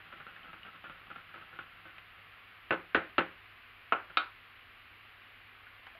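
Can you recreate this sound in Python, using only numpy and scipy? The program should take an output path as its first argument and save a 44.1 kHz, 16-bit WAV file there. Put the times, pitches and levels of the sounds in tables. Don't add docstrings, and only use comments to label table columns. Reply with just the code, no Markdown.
import sys
import numpy as np
from scipy import signal
from scipy.fft import rfft, irfft
from scipy.io import wavfile
from scipy.ndimage import uniform_filter1d

SR = 44100
rng = np.random.default_rng(int(sys.argv[2]) if len(sys.argv) > 2 else 0)


def dump_mix(stems):
    frames = np.atleast_2d(stems).T
    limited = np.clip(frames, -1, 1)
    pcm = np.round(limited * 32767).astype(np.int16)
    wavfile.write(sys.argv[1], SR, pcm)


N = 264546
AGE_S = np.arange(SR * 2 // 5) / SR

# f/Hz, level/dB
SCUFF_SPECTRUM = [(70, -30), (160, -1), (330, -10.5), (700, -6), (1000, -9), (1400, 8.5), (1900, -7.5),
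                  (2800, -2.5), (3800, -16), (5500, -62.5)]
# f/Hz, level/dB, t60/s
CUP_MODES = [(172.6, -12.5, 0.34), (302.5, -5.5, 0.18), (338.2, -2.5, 0.21), (530.5, -0.5, 0.22),
             (697, -11.5, 0.099), (802, -0.5, 0.16), (896, -6, 0.18), (1077, -5, 0.22), (1230, -6.5, 0.26),
             (1311, 6.5, 0.16), (1413, -7.5, 0.3), (1495, 8, 0.14), (1542, -6, .15), (1730, 4.5, 0.095),
             (1790, -14.5, 0.06), (1997, -8, 0.18), (2015, -14.5, 0.31), (2140, -11.5, 0.26),
             (2500, -14, 0.14), (2540, -8, 0.11), (2730, -6, 0.11)]


def undb(db):
    return 10 ** (np.asarray(db) / 20)


def unit(x):
    return x / np.sqrt(np.sum(x ** 2))


def fade(t60_s):
    return np.exp(-np.log(1000) * AGE_S / t60_s)


def through(x, response):
    return signal.fftconvolve(x, response)[:len(x)]


def colour(x, points):
    size = 4096
    hz, db = np.transpose(points)
    bins_hz = np.maximum(np.fft.rfftfreq(size, 1 / SR), 1)
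    gain = undb(np.interp(np.log(bins_hz), np.log(hz), db))
    cepstrum = irfft(np.log(gain))
    cepstrum[1:size // 2] *= 2
    cepstrum[size // 2 + 1:] = 0
    return through(x, irfft(np.exp(rfft(cepstrum))))


def even(x):
    spectrum = rfft(x)
    local_rms = np.sqrt(uniform_filter1d(abs(spectrum) ** 2, size=110))
    flat = irfft(spectrum / local_rms, len(AGE_S))
    return unit(flat * (AGE_S < AGE_S[-1] * 0.8))


def delayed(x, delay_s):
    return np.interp(AGE_S - delay_s, AGE_S, x, left=0)


def add(out, t_s, x, db):
    start = int(t_s * SR)
    x = unit(x)[:len(out) - start]
    out[start:start + len(x)] += x * undb(db) * np.sqrt(SR * 0.02)


def scatter(t60_s):
    return even(rng.standard_normal(len(AGE_S)) * fade(t60_s))


def contact(near_db=10, near_t60_s=0.041):
    return unit((AGE_S == 0) + undb(near_db) * scatter(near_t60_s))


def mode(hz, t60_s, rise_cycles=1.6):
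    rise = np.sin(np.pi / 2 * np.minimum(AGE_S * hz / rise_cycles, 1)) ** 2
    return np.sin(2 * np.pi * hz * AGE_S) * fade(t60_s) * rise


def ringing(modes, spread_db=1):
    draws = rng.standard_normal((len(modes), 2))
    return unit(sum(undb(db + spread_db * size) * np.sign(side) * mode(hz, t60_s)
                    for (hz, db, t60_s), (size, side) in zip(modes, draws)))


def impulses(count, per_s):
    chance, size = rng.random((count, 2)).T
    return (chance < per_s / SR) * (2 * size - 1)


def slips(drag_s, touch=1.8):
    catches = impulses(len(AGE_S), per_s=900) * (AGE_S < drag_s)
    return even(catches + touch * (AGE_S == 0))


def stirring(modes_db=-6, room_db=-6, slide_s=0.041, slide_db=-9.5):
    # t/s, level/dB, drag/s
    scuffs = [(.002, -54, 0.011), (0.125, -47, 0.011), (0.201, -48.5, 0.011), (0.267, -48.5, .004),
              (.276, -51, 0.011), (0.442, -52, 0.019), (0.474, -51.5, 0.025), (.531, -47.5, 0.013),
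              (0.65, -48, 0.021), (.681, -55.5, 0.0088), (0.84, -46.5, 0.0078), (.850, -47, 0.011),
              (0.897, -47, 0.0055), (1.016, -58.5, .012), (1.102, -49, 0.0052), (1.113, -47, .003),
              (1.159, -46, .005), (1.341, -45.5, 0.041), (1.412, -51.5, 0.015), (1.529, -50, 0.029),
              (1.589, -41.5, 0.0037), (1.854, -50.5, 0.015), (4.099, -51, 0.011)]
    out = np.zeros(N)
    for t_s, db, drag_s in scuffs:
        touch = contact(near_db=9, near_t60_s=0.024) + undb(room_db) * scatter(t60_s=0.17)
        wall = unit(colour(even(touch), SCUFF_SPECTRUM))
        cup = wall + undb(modes_db) * ringing(CUP_MODES)
        scuff = through(slips(drag_s), cup)
        slide = through(slips(slide_s, touch=0), cup)
        treble_db = -4.5 + 0.05 * (db + 45)
        add(out, t_s, colour(scuff, [(600, 0), (1400, 0.0018), (2900, treble_db)]), db)
        add(out, t_s + drag_s, colour(slide, [(600, -7), (1400, 0), (2900, -0.5)]), db + slide_db)
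    return out


def swirl(start_db=-60, fade_from_s=0.83, stop_s=3.5):
    laps = colour(impulses(N, per_s=120), SCUFF_SPECTRUM)
    sound = through(laps, contact(near_db=4.5, near_t60_s=0.11))
    envelope = np.interp(np.arange(N) / SR, [fade_from_s, stop_s], [1, 0])
    return undb(start_db) * sound / sound.std() * envelope


def background(air_db=-56, hiss_db=-82):
    # f/Hz, level/dB
    air_spectrum = [(15, -53.5), (25, -2.5), (102, -8.5), (124, -14.5), (219, -18), (244, -10),
                    (272, -15.5), (297, -15), (654, -15.5), (730, -10), (889, -15), (1110, -5.5),
                    (2090, -4), (2840, -6), (4700, -27), (6110, -50.5), (10300, -120)]
    hiss_spectrum = [(5000, -23), (6000, -19.5), (6900, 3.5), (8000, -11.5), (9000, 4.5), (10500, 9),
                     (12000, 12), (15500, 3)]
    # f/Hz, level/dB, relative phase diffusion
    tones = [(101.4, -72.5, 1.5), (11820, -89, 6), (11890, -87.5, 11)]
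    air = colour(rng.standard_normal(N), list(air_spectrum) + [(6500, -80.0)])
    hiss = colour(rng.standard_normal(N), hiss_spectrum)
    out = undb(air_db) * air / air.std() + undb(hiss_db) * hiss / hiss.std()
    for hz, db, diffusion in tones:
        step_rad = 0.45 * np.sqrt(2 * np.pi * diffusion / SR)
        drift_rad = step_rad * np.cumsum(rng.standard_normal(N))
        out += undb(db) * np.sqrt(2) * np.sin(2 * np.pi * hz * np.arange(N) / SR + drift_rad)
    return out


def drips(t60_cycles=70, rise_per_s=2.8, room_db=-7):
    # t/s, level/dB, bubble f/Hz, splash/dB
    drops = [(.363, -52.5, 1704, -10), (.432, -58.5, 3040, -4), (.632, -53.5, 2850, -16),
             (1.982, -51.5, 2480, -1), (5.668, -54.5, 1470, -9), (5.867, -50.5, 758, 6),
             (5.951, -56, 654, 2), (5.994, -57, 1590, -10)]
    # f/Hz, level/dB
    splash_spectrum = [(300, -22), (800, -1), (1500, 4.5), (3000, -1), (4500, -19), (6000, -40)]
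    out = np.zeros(N)
    for t_s, db, hz, splash_db in drops:
        bubble = unit(mode(hz * (1 + rise_per_s * AGE_S / 2), t60_cycles / hz))
        splash = unit(colour(contact(near_db=17, near_t60_s=0.051), splash_spectrum))
        room = (AGE_S == 0) + undb(room_db) * scatter(t60_s=0.16)
        add(out, t_s, through(bubble + undb(splash_db) * splash, room), db)
    return out


def knocks(blows, modes, spectrum, radiation, room_t60_s, room_db, echo_db):
    room_rise_s, wall_echo_s = 0.013, 0.027
    bite_db, bite_ratio = 3.5, 1.22
    out = np.zeros(N)
    for t_s, db, ring_hz, ring_db, modes_db, rebound_s, rebound_db, hard_db, bite_hz in blows:
        rattle = sum(undb(k * rebound_db) * delayed(contact(), k * rebound_s) for k in range(3))
        direct = even(rattle) * np.linalg.norm(rattle)
        room = unit(scatter(room_t60_s) * (1 - np.exp(-AGE_S / room_rise_s)))
        room = colour(room, [(1500, 0), (4400, -5), (9000, -10)])
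        echo = delayed(contact(), wall_echo_s)
        echo = colour(echo, [(200, 1.5), (350, 5), (900, -0.5), (3000, -8), (6000, -16.5)])
        crack = unit(colour(direct + undb(room_db) * room + undb(echo_db) * echo, spectrum))
        ring = unit(mode(ring_hz, t60_s=0.1))
        sound = crack + undb(ring_db) * ring + undb(modes_db) * ringing(modes)
        hardness = [(750, -0.22 * hard_db), (1400, 0.00069), (2600, 0.11 * hard_db),
                    (3900, hard_db), (6500, 0.55 * hard_db)]
        bite = [(bite_hz / bite_ratio, 0), (bite_hz, bite_db), (bite_hz * bite_ratio, 0)]
        for curve in (radiation, hardness, bite):
            sound = colour(sound, curve)
        add(out, t_s, sound, db)
    return out


def taps():
    # t/s, level/dB, ring f/Hz, ring/dB, modes/dB, rebound/s, rebound/dB, hardness/dB, bite f/Hz
    blows = [ (2.7075, -24.5, 1430, -14, -1, 0.0165, -4, -3.5, 2650),
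             (2.9472, -21.5, 1490, -13, -2, .0092, -6.5, 2, 1810),
             (3.1817, -22, 1330, -3.5, -1.5, .005, -3, 3.5, 2650)]
    # f/Hz, level/dB
    crack_spectrum = [(35, -38.5), (70, -11), (150, -13.5), (320, -4), (450, -4.5), (800, -3), (1050, -4.5),
                      (1400, 2.5), (1750, -1), (2100, -7), (2700, -7.5), (3300, -12.5), (4100, -21.5),
                      (5000, -39.5), (6000, -57), (14000, -65)]
    cup_radiation = [(210, 0.5), (320, 4), (650, -1.2), (1400, -1.9), (1950, -1), (2600, -0.1),
                     (3900, -3.5)]
    return knocks(blows, CUP_MODES, crack_spectrum, cup_radiation,
                  room_t60_s=0.31, room_db=-6, echo_db=-7.5)


def clacks():
    # t/s, level/dB, ring f/Hz, ring/dB, modes/dB, rebound/s, rebound/dB, hardness/dB, bite f/Hz
    blows = [ (3.9222, -23, 1345, -6.5, -8.5, .0045, -3.5, -13, 2870),
             (4.1712, -23, 1270, -8, 0.5, 0.0066, -10.5, 11, 2450)]
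    # f/Hz, level/dB, t60/s
    spoon_modes = [(313.7, -4.5, 0.2), (694, -2, 0.13), (783, -13.5, 0.28), (972, -10.5, 0.25),
                   (1135, -6, 0.23), (1326, 2, 0.15), (1373, -6.5, 0.12), (1452, 3.5, 0.17),
                   (2160, -10.5, 0.23), (2440, -1.5, 0.082), (2500, -16, 0.1), (2740, -27, 0.13),
                   (3110, -12.5, 0.13), (3710, -16.5, 0.12), (3800, -19, 0.1), (4000, -18, 0.065),
                   (4400, -27, 0.14)]
    # f/Hz, level/dB
    crack_spectrum = [(60, -28), (150, -15), (320, -2.5), (500, -4.5), (750, -4.5), (1000, -5.5),
                      (1350, 3.5), (1900, -7), (2700, -8), (3350, -15.5), (3750, -14.5), (4400, -27),
                      (5100, -38), (6000, -57.5), (14000, -56.5)]
    bench_radiation = [(300, -11), (750, -3.5), (1400, 0), (1950, -6), (2600, 0), (3900, -2)]
    return knocks(blows, spoon_modes, crack_spectrum, bench_radiation,
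                  room_t60_s=0.28, room_db=-5.5, echo_db=-14)


def scene():
    return (taps() + clacks() + stirring() + swirl() + drips() + background())[None]


def record(dry):
    return signal.sosfilt(signal.ellip(8, 0.2, 70, 15700, fs=SR, output="sos"), dry)


dry = scene()
out = record(dry)
dump_mix(out)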